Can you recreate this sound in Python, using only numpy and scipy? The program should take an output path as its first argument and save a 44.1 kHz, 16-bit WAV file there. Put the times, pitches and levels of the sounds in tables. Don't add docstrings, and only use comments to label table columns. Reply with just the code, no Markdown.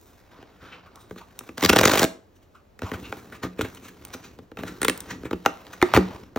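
import sys
import numpy as np
from scipy import signal
from scipy.fft import rfft, irfft
from scipy.io import wavfile
from scipy.ndimage import uniform_filter1d

SR = 44100
rng = np.random.default_rng(int(sys.argv[2]) if len(sys.argv) > 2 else 0)


def wav_out(sig):
    wavfile.write(sys.argv[1], SR, np.round(np.clip(np.atleast_2d(sig).T, -1, 1) * 32767).astype(np.int16))


N = 281358
TIME = np.arange(N) / SR
ALL_BINS = np.fft.rfftfreq(N, 1 / SR)
SIZE = 8192
AGE = (np.arange(SIZE) - SIZE // 4) / SR
BINS = np.fft.rfftfreq(SIZE, 1 / SR) + 1
BLOW_S = .01

# frequency in Hz, relative level in dB.
FIBRE_SPECTRUM = [(1200, -31), (2600, -20), (3700, 2), (4900, -5.5), (5900, 2.5), (8000, 3.5), (11000, 4.5),
                  (16000, 1)]
# frequency in Hz, relative level in dB.
RUB_SPECTRUM = [(250, -4), (600, 8.5), (1250, 6.5), (2200, 0.5), (3700, -5.5), (5500, -9.5), (9000, -38.5)]


def amp(db):
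    return 10 ** (np.asarray(db) / 20)


def evened(x):
    return x / np.sqrt(np.mean(x ** 2) + 1e-20)


def sized(x, db):
    return amp(db) * evened(x) * np.sqrt(BLOW_S * SR / len(x))


def read(points, hz):
    f, value = np.transpose(points)
    return np.interp(np.log(hz + 1), np.log(f + 1), value)


def coloured(x, spectrum):
    return evened(irfft(rfft(x) * amp(read(spectrum, ALL_BINS)), N))


def smoothed_noise(first_size, second_size):
    noise = uniform_filter1d(rng.standard_normal(N), size=first_size)
    return evened(uniform_filter1d(noise, size=second_size))


def add(mix, s, sound):
    start = round((s + AGE[0]) * SR)
    part = mix[max(start, 0):start + SIZE]
    part += sound[max(-start, 0):][:len(part)]


def bump(hz, centre_hz, octaves):
    return np.exp(-.5 * (np.log2(hz / centre_hz) / octaves) ** 2)


def pair(a, b):
    # frequency in Hz, likeness of the two ports from 0 to 1.
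    likeness = [(30, 0), (100, 0.9), (300, 0.8), (700, 0), (3000, 0.6), (7000, 1), (16000, 1)]
    same = np.clip(read(likeness, ALL_BINS), 0, 1)
    common = rfft(a) * np.sqrt((1 + same) / 2)
    apart = rfft(b) * np.sqrt((1 - same) / 2)
    return irfft(np.array([common + apart, common - apart]), N)


def still_air():
    # frequency in Hz, relative level in dB.
    air_spectrum = [(15, 5.5), (30, 6.5), (55, 2.5), (85, 3.5), (130, -6.5), (280, -5.5), (600, -9),
                    (1500, -21.5), (4000, -30.5), (9000, -35.5), (16000, -36.5)]
    sides = [coloured(rng.standard_normal(N), air_spectrum) for side in range(2)]
    return amp(-55) * pair(*sides)


def room(x, onset_s):
    # frequency in Hz, t60 in seconds.
    room_t60 = [(80, 0.089), (300, 0.38), (1000, 0.34), (4000, 0.29), (8000, 0.29), (16000, 0.21)]
    hz, t, z = signal.stft(rng.standard_normal((2, SR)), SR, nperseg=256)
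    decay = np.exp(-np.log(1000) * t / read(room_t60, hz)[:, None])
    tails = signal.istft(z * decay, SR, nperseg=256)[1]
    tails = tails * (1 - np.exp(-(TIME[:tails.shape[1]] / onset_s) ** 2))
    return pair(*[signal.fftconvolve(x, tail / np.linalg.norm(tail))[:N] for tail in tails])


def nearby(x, decay_s, lo_hz):
    out = np.zeros(N)
    drift_rad = 4 * smoothed_noise(1500, 1500)
    for weight in (np.cos(drift_rad), np.sin(drift_rad)):
        taps = rng.standard_normal(900) * np.exp(-TIME[:900] / decay_s)
        taps = signal.lfilter(*signal.butter(1, lo_hz, "high", fs=SR), taps)
        out += signal.fftconvolve(x * weight, taps / np.linalg.norm(taps))[:N]
    return out


def grains(per_s, spread_db, count):
    chance = rng.random(count)
    sign = rng.choice([-1, 1], count)
    excess = rng.exponential(1, count)
    return (chance < per_s / SR) * sign * amp(spread_db * np.minimum(excess, 4))


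def fracture(before_s, after_s, snap):
    swell_s = np.maximum(np.where(AGE < 0, before_s, after_s), 1e-4)
    cloud = grains(9000, 2.6, count=SIZE) * np.exp(-abs(AGE) / swell_s)
    snap = np.clip(snap, 0, 1)
    return np.sqrt(1 - snap) * evened(cloud) + np.sqrt(snap) * evened(1. * (AGE == 0))


def spot(strength_db, sharpness):
    hz = np.exp(rng.uniform(np.log(1000), np.log(9000), 7))
    return np.prod([1 + amp(strength_db) / (1 + 2j * sharpness * (BINS / f - 1)) for f in hz], axis=0)


def board(force, crack_db, hz, fizz_db, octaves, lag_s):
    # frequency in Hz, width in Hz, relative level in dB.
    resonances = [(645.5, 13, 4.5), (799, 34, 0.5), (1176, 31, -6.5), (1221, 100, -10.5), (2520, 200, -24),
                  (3640, 1000, -16.5)]
    ring = 1 + sum(amp(db) / (1 + 2j * (BINS - f) / width) for f, width, db in resonances)
    travel = np.exp(-4j * np.pi * lag_s * np.sqrt(1000 * BINS))
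    advance = np.exp(2j * np.pi * BINS * lag_s)
    wave = rfft(force) * spot(strength_db=-3.5, sharpness=12) * travel * advance
    crack = irfft(wave * ring * bump(BINS, hz, octaves) / np.sqrt(BINS))
    fizz = irfft(wave * amp(read(FIBRE_SPECTRUM, BINS)))
    return sized(crack, crack_db) + sized(fizz, crack_db + fizz_db)


def mode(hz, t60_s):
    age_s = np.maximum(AGE, 0)
    return np.sin(2 * np.pi * hz * age_s) * np.exp(-np.log(1000) * age_s / t60_s)


def boom(db, centre_hz, octaves, damping):
    # nominal frequency in Hz, relative level in dB, t60 in seconds at damping 1.
    wall_modes = [(178.7, 4, 0.52), (256.6, 4.5, 0.13), (318, -3.5, 0.18), (368, 0.5, 0.09),
                  (427, 6, 0.084), (496.3, 0, 0.087), (420, -8.5, 0.019)]
    detune = 1 + 0.027 * rng.standard_normal(len(wall_modes))
    luck_db = 3.5 * rng.standard_normal(len(wall_modes))
    ring = np.zeros(SIZE)
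    for k, (hz, level_db, t60_s) in enumerate(wall_modes):
        gain = amp(level_db + luck_db[k]) * bump(hz, centre_hz, octaves)
        ring += gain * mode(hz * detune[k], t60_s / damping)
    band = signal.butter(3, [185, 620], "band", fs=SR, output="sos")
    return sized(signal.sosfilt(band, ring), db)


def thud(db, nominal_hz, t60_s):
    soft = signal.butter(2, [55, 125], "band", fs=SR, output="sos")
    return sized(signal.sosfilt(soft, mode(nominal_hz * rng.uniform(0.72, 1.7), t60_s)), db)


def ping(force, db, hz, width_hz):
    return sized(irfft(rfft(force) / (1 + 2j * (BINS - hz) / width_hz) ** 2), db)


def blow(db, hz, fizz_db, boom_db, boom_hz, thud_db, crumble_s):
    force = fracture(before_s=0.78 * crumble_s, after_s=3.0 * crumble_s, snap=np.exp(-crumble_s / 0.0015))
    crack = amp(-1.54) * board(force, db, hz, fizz_db, octaves=0.97, lag_s=0.001967)
    walls = boom(boom_db, boom_hz, octaves=0.54, damping=1.37)
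    return crack + walls + thud(thud_db - 5.0, nominal_hz=83, t60_s=0.075)


def wander(x, patchy_db):
    z = signal.stft(x, SR, nperseg=512)[2]
    patches = rng.standard_normal(z.shape)
    for step in range(2):
        patches = uniform_filter1d(uniform_filter1d(patches, size=5, axis=0), size=9, axis=1)
    return evened(signal.istft(z * amp(patchy_db * evened(patches)), SR, nperseg=512)[1][:N])


def slides():
    # time in seconds,
    # then relative levels of rubbing, treble and wall rumble in dB.
    spells = [
        [(0.0, -65, -59.5, -62), (0.284, -60.5, -73, -68.5), (0.402, -53.5, -77, -56.5), (0.564, -60, -73, -63),
         (0.66, -52.5, -77, -50.5), (0.786, -56, -97, -68), (1.01, -60.5, -95, -57.5), (1.118, -61.5, -61, -57),
         (1.202, -63, -73, -64.5), (1.472, -55, -63, -56.5), (1.57, -63, -65.5, -53.5)],
        [(2.8, -60, -72, -58), (2.854, -41, -57, -59), (2.964, -56, -63, -46), (3.002, -49, -55, -42.5),
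         (3.19, -53, -57.5, -49.5), (3.438, -58.5, -74, -50.5), (3.552, -57.5, -70, -52),
         (3.736, -51.5, -56, -50), (3.866, -63, -67, -51.5), (4.118, -50.5, -63, -53.5),
         (4.45, -68.5, -75, -55.5)],
        [(4.55, -77, -73, -51), (4.604, -51.5, -59, -42), (4.752, -49, -60, -45), (4.96, -46.5, -60, -53),
         (5.138, -51.5, -66, -40.5), (5.28, -61.5, -68, -53.5), (5.528, -51.5, -62, -53),
         (5.756, -50.5, -63, -55.5), (5.984, -40, -61, -40), (6.192, -49.5, -62, -48.5),
         (6.37, -69.5, -91, -59)],
    ]
    # frequency in Hz, relative level in dB.
    rumble_spectrum = [(30, -37), (55, 3.5), (85, 2.5), (135, -0.5), (260, -1.5), (440, -3.5), (700, -23.5),
                       (1500, -42)]
    rub_trim_db, hiss_trim_db, rumble_trim_db = 1, 3, 3
    s, rub_db, treble_db, rumble_db = np.vstack(spells).T
    touching = sum((TIME >= part[0][0]) & (TIME <= part[-1][0]) for part in spells)
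    grip = amp(2.8 * smoothed_noise(300, 200))
    fibres = grains(6000, 1.3, count=N) * grip
    sparse_clicks = evened(grains(380, 6, count=N))
    fibres = evened(evened(fibres) + amp(-6.5) * sparse_clicks)
    scrape = wander(coloured(fibres, RUB_SPECTRUM), patchy_db=1.7)
    rub = scrape * amp(np.interp(TIME, s, rub_db) + rub_trim_db)
    hiss = coloured(fibres, FIBRE_SPECTRUM) * amp(np.interp(TIME, s, treble_db) + hiss_trim_db)
    rumble = coloured(grains(1500, 1.7, count=N) * grip, rumble_spectrum)
    rumble = rumble * amp(np.interp(TIME, s, rumble_db) + rumble_trim_db)
    return (rub + hiss + rumble) * uniform_filter1d(1. * touching, size=600)


def scuffs():
    # time in seconds, scrape in dB, fibre fizz in dB re scrape, swell scale in seconds.
    drags = [(0.66, -43.5, -25, 0.044), (0.733, -37, -33, .02), (1.01, -56.5, 7, 0.019),
             (1.185, -42, -6, 0.01), (2.365, -63, 3, 0.0094), (2.43, -61, -0.5, 0.0099),
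             (3.056, -36.5, -17, .014), (3.187, -46, -7, 0.019), (3.354, -42.5, -8, 0.01),
             (3.617, -31, -1.5, 0.0024), (3.774, -44.5, -9, 0.0029), (3.855, -41, -3.5, 0.018),
             (3.886, -43.5, -2, 0.0043), (4.14, -35.5, 0, 0.005), (4.25, -41, -6, 0.016),
             (4.681, -33.5, -7.5, 0.012), (5.109, -28.5, -12, 0.012), (5.735, -36.5, -7, 0.0048),
             (5.862, -35.5, -10, 0.017)]
    out = np.zeros(N)
    for s, db, fizz_db, swell_s in drags:
        force = fracture(before_s=0.99 * swell_s, after_s=1.5 * swell_s, snap=0)
        scrape = board(force, db, hz=1870, fizz_db=fizz_db, octaves=0.95, lag_s=.001)
        add(out, s, scrape + boom(db - 6, centre_hz=292, octaves=1.0, damping=0.54))
    return out


def squeaks():
    # time in seconds, level in dB, pitch in Hz, swell scale in seconds.
    slips = [(0.341, -49, 1005, 0.018), (0.644, -40.5, 1450, 0.048), (0.867, -47.5, 1235, .009),
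             (0.961, -45, 1120, 0.023), (1.213, -42, 1117, 0.0048), (2.553, -47.5, 1330, 0.01),
             (2.866, -33.5, 1110, 0.021)]
    out = np.zeros(N)
    for s, db, hz, swell_s in slips:
        force = fracture(before_s=0.76 * swell_s, after_s=2.3 * swell_s, snap=0)
        scrape = board(force, db - 6.0, hz, fizz_db=-7.5, octaves=0.99, lag_s=.001)
        add(out, s, ping(force, db, hz, width_hz=690) + scrape)
    return out


def ticks():
    # time in seconds, relative level in dB.
    breaks = [(0.959, -50.5), (1.392, -35.5), (3.75, -48), (4.052, -40.5), (4.084, -56.5), (4.978, -40),
              (5.006, -36)]
    out = np.zeros(N)
    for s, db in breaks:
        force = fracture(before_s=.0004, after_s=0.0019, snap=.6)
        fizz = board(force, db - 10.5, hz=1785, fizz_db=10.5, octaves=.9, lag_s=0.0018)
        add(out, s, fizz + ping(force, db - 6.5, hz=8500, width_hz=970))
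    return out


def landings():
    # time in seconds, relative crack level in dB, wall boom in dB.
    touches = [(0.389, -58, -48.5), (0.429, -48.5, -45.5), (1.111, -41.5, -34), (1.162, -47, -40),
               (1.41, -44, -43.5), (1.492, -39.5, -36.5), (2.821, -32.5, -31), (2.918, -31.5, -27),
               (4.148, -43.5, -36.5), (4.39, -46, -41), (4.518, -47.5, -40.5), (4.636, -32, -31),
               (5.2354, -44.5, -35), (5.312, -31, -28), (5.332, -31.5, -24.5), (5.9654, -15, -17),
               (5.9746, -16, -9), (6.3623, -27, -23), (6.3735, -32, -35.5)]
    out = np.zeros(N)
    for s, db, boom_db in touches:
        add(out, s, blow(db, hz=1120, fizz_db=-14.5, boom_db=boom_db, boom_hz=320,
                         thud_db=boom_db - 7, crumble_s=.0013))
    return out


def buckles():
    # time in seconds, then relative levels of crunch, wall boom and thud in dB.
    bends = [(2.833, -38, -32.5, -20.5), (2.939, -31.5, -34, -26), (3.327, -37.5, -42, -44),
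             (3.435, -27, -29, -26), (3.45, -37.5, -25.5, -31), (3.592, -33.5, -22.5, -28),
             (3.625, -44, -32, -23), (3.649, -33, -31, -50), (4.591, -36, -35.5, -37),
             (5.254, -36, -30, -31), (5.949, -15, -24, -13.5)]
    out = np.zeros(N)
    for s, db, boom_db, thud_db in bends:
        add(out, s, blow(db, hz=1350, fizz_db=-11, boom_db=boom_db, boom_hz=326,
                         thud_db=thud_db, crumble_s=0.0055))
    return out


def flap():
    # time in seconds, level in dB.
    pops = [(5.3119, -41), (5.3323, -30), (5.8278, -10.5), (5.9389, -25), (5.9755, -12.5)]
    # mode frequency in Hz, relative level in dB, t60 in seconds.
    flap_modes = [(364, 0, .075), (760, -4, .02), (860, -3, .02)]
    out = np.zeros(N)
    ring = sum(amp(db) * mode(hz, t60_s) for hz, db, t60_s in flap_modes)
    for s, db in pops:
        add(out, s, sized(ring, db))
    return out


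def creases():
    # time in seconds, relative crack level in dB, crack centre in Hz, wall boom in dB.
    folds = [(2.793, -44, 1600, -48), (3.1266, -28, 1150, -34), (3.612, -24, 1300, -29),
             (4.573, -36, 1260, -42), (5.453, -34, 1300, -46), (5.4622, -11, 1270, -20.5),
             (5.669, -45.5, 1450, -54), (5.8177, -22.5, 1260, -36), (5.8273, -13, 1270, -23.5),
             (5.9392, -12.5, 1170, -34)]
    out = np.zeros(N)
    for s, db, hz, boom_db in folds:
        fizz_db = -15 + 30 * np.log2(hz / 1300)
        add(out, s, blow(db, hz, fizz_db, boom_db=boom_db, boom_hz=394, thud_db=db - 24, crumble_s=.001))
    return out


def corner():
    # time in seconds, relative crack level in dB.
    breaks = [(4.818, -27.5), (4.8315, -26), (4.8493, -20.5), (4.8838, -17.5), (4.8984, -23)]
    out = np.zeros(N)
    for s, db in breaks:
        force = fracture(before_s=.0008, after_s=0.00091, snap=0.67)
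        crack = blow(db, hz=1700, fizz_db=-6, boom_db=db - 2.5, boom_hz=360,
                     thud_db=db - 16.5, crumble_s=0.0012)
        add(out, s, crack + ping(force, db=-26.5, hz=8830, width_hz=1000))
    return out


def bridge(crack_db, fizz_db, boom_db, boom_hz):
    force = fracture(before_s=0.0032, after_s=0.0012, snap=0.29)
    hz = 1370 * 2 ** (0.51 * rng.standard_normal())
    crack = board(force, crack_db, hz, fizz_db, octaves=1.58, lag_s=0.0008)
    walls = boom(boom_db, boom_hz, octaves=0.56, damping=2.6)
    return crack + walls + thud(crack_db - 12.5, nominal_hz=88, t60_s=0.07)


def tugs():
    # time in seconds, crack in dB, wall boom in dB.
    pulls = [(1.582, -33.5, -35.5), (1.611, -37, -46.5), (1.6285, -22.5, -22), (1.6392, -23, -18.5),
             (1.651, -17.5, -20), (1.6618, -21, -33), (2.0199, -22.5, -18.5), (2.0322, -19, -19),
             (2.043, -20, -16.5)]
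    out = np.zeros(N)
    for s, db, boom_db in pulls:
        add(out, s, bridge(db, fizz_db=-7, boom_db=boom_db, boom_hz=310))
    return out


def peel():
    start_s, end_s, start_db, db_per_s = 1.574, 2.052, -34.5, 36.5
    fibres = grains(3000, 3.2, count=N)
    tearing = coloured(fibres, RUB_SPECTRUM) * amp(-8.5) + coloured(fibres, FIBRE_SPECTRUM) * amp(-14.5)
    pulling = (TIME > start_s) & (TIME < end_s)
    return tearing * pulling * amp(start_db + db_per_s * (TIME - start_s) * pulling)


def run_of_bridges(count):
    start_s, first_gap_s, steady_gap_s, speed_up_bridges = 1.6966, .0366, .0195, 2.15
    second_edge_lag, second_edge_db = .22, -4.5
    fizz_db, scatter_db = -27, 2.2
    gaps_s = steady_gap_s + (first_gap_s - steady_gap_s) * np.exp(-np.arange(count) / speed_up_bridges)
    ages_s = np.cumsum(gaps_s) - gaps_s
    out = np.zeros(N)
    for age_s, gap_s in zip(ages_s, gaps_s):
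        crack_db, boom_db = -14 - 22.5 * age_s, -16.5 - 24.5 * age_s
        second_lag_s = second_edge_lag * gap_s * rng.uniform(.6, 1.4)
        for lag_s, edge_db in ((0, 0), (second_lag_s, second_edge_db)):
            strength = amp(edge_db + scatter_db * rng.standard_normal())
            snap = bridge(crack_db, fizz_db - crack_db, boom_db, boom_hz=415)
            add(out, start_s + age_s + lag_s, strength * snap)
    return out


def rip():
    return tugs() + run_of_bridges(count=14) + peel()


def scene():
    # frequency in Hz, phase in radians.
    port_lag = [(20, 0), (1900, 0), (2760, .8), (4130, .7), (4850, 1.7), (5200, -.3), (5700, .4),
                (7500, 1.8), (10000, 3.14), (12500, 4.4), (14700, 6.2), (16500, 6.28)]
    handling = slides() + scuffs() + squeaks()
    hits = ticks() + landings() + buckles() + flap() + creases() + corner()
    tear = rip()
    wet = room(amp(-13.5) * tear + amp(-14.0) * hits + amp(-11.5) * handling, onset_s=0.0013)
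    direct = tear + hits + amp(-2.5) * handling
    aside = amp(-19.5) * nearby(direct, decay_s=0.00032, lo_hz=1400)
    left, right = direct + np.array([aside, -aside]) + wet + still_air()
    lagging = irfft(rfft(right) * np.exp(-1j * read(port_lag, ALL_BINS)), N)
    return np.array([left, lagging])


def record(dry):
    dry = signal.sosfilt(signal.butter(2, 48, "high", fs=SR, output="sos"), dry)
    ceiling = .97
    rounded = dry / (1 + (dry / ceiling) ** 4) ** .25
    lowpass = signal.firwin(511, 16050, window=("kaiser", 9), fs=SR)
    return signal.oaconvolve(rounded, lowpass[None], "same")


dry = scene()
out = record(dry)
wav_out(out)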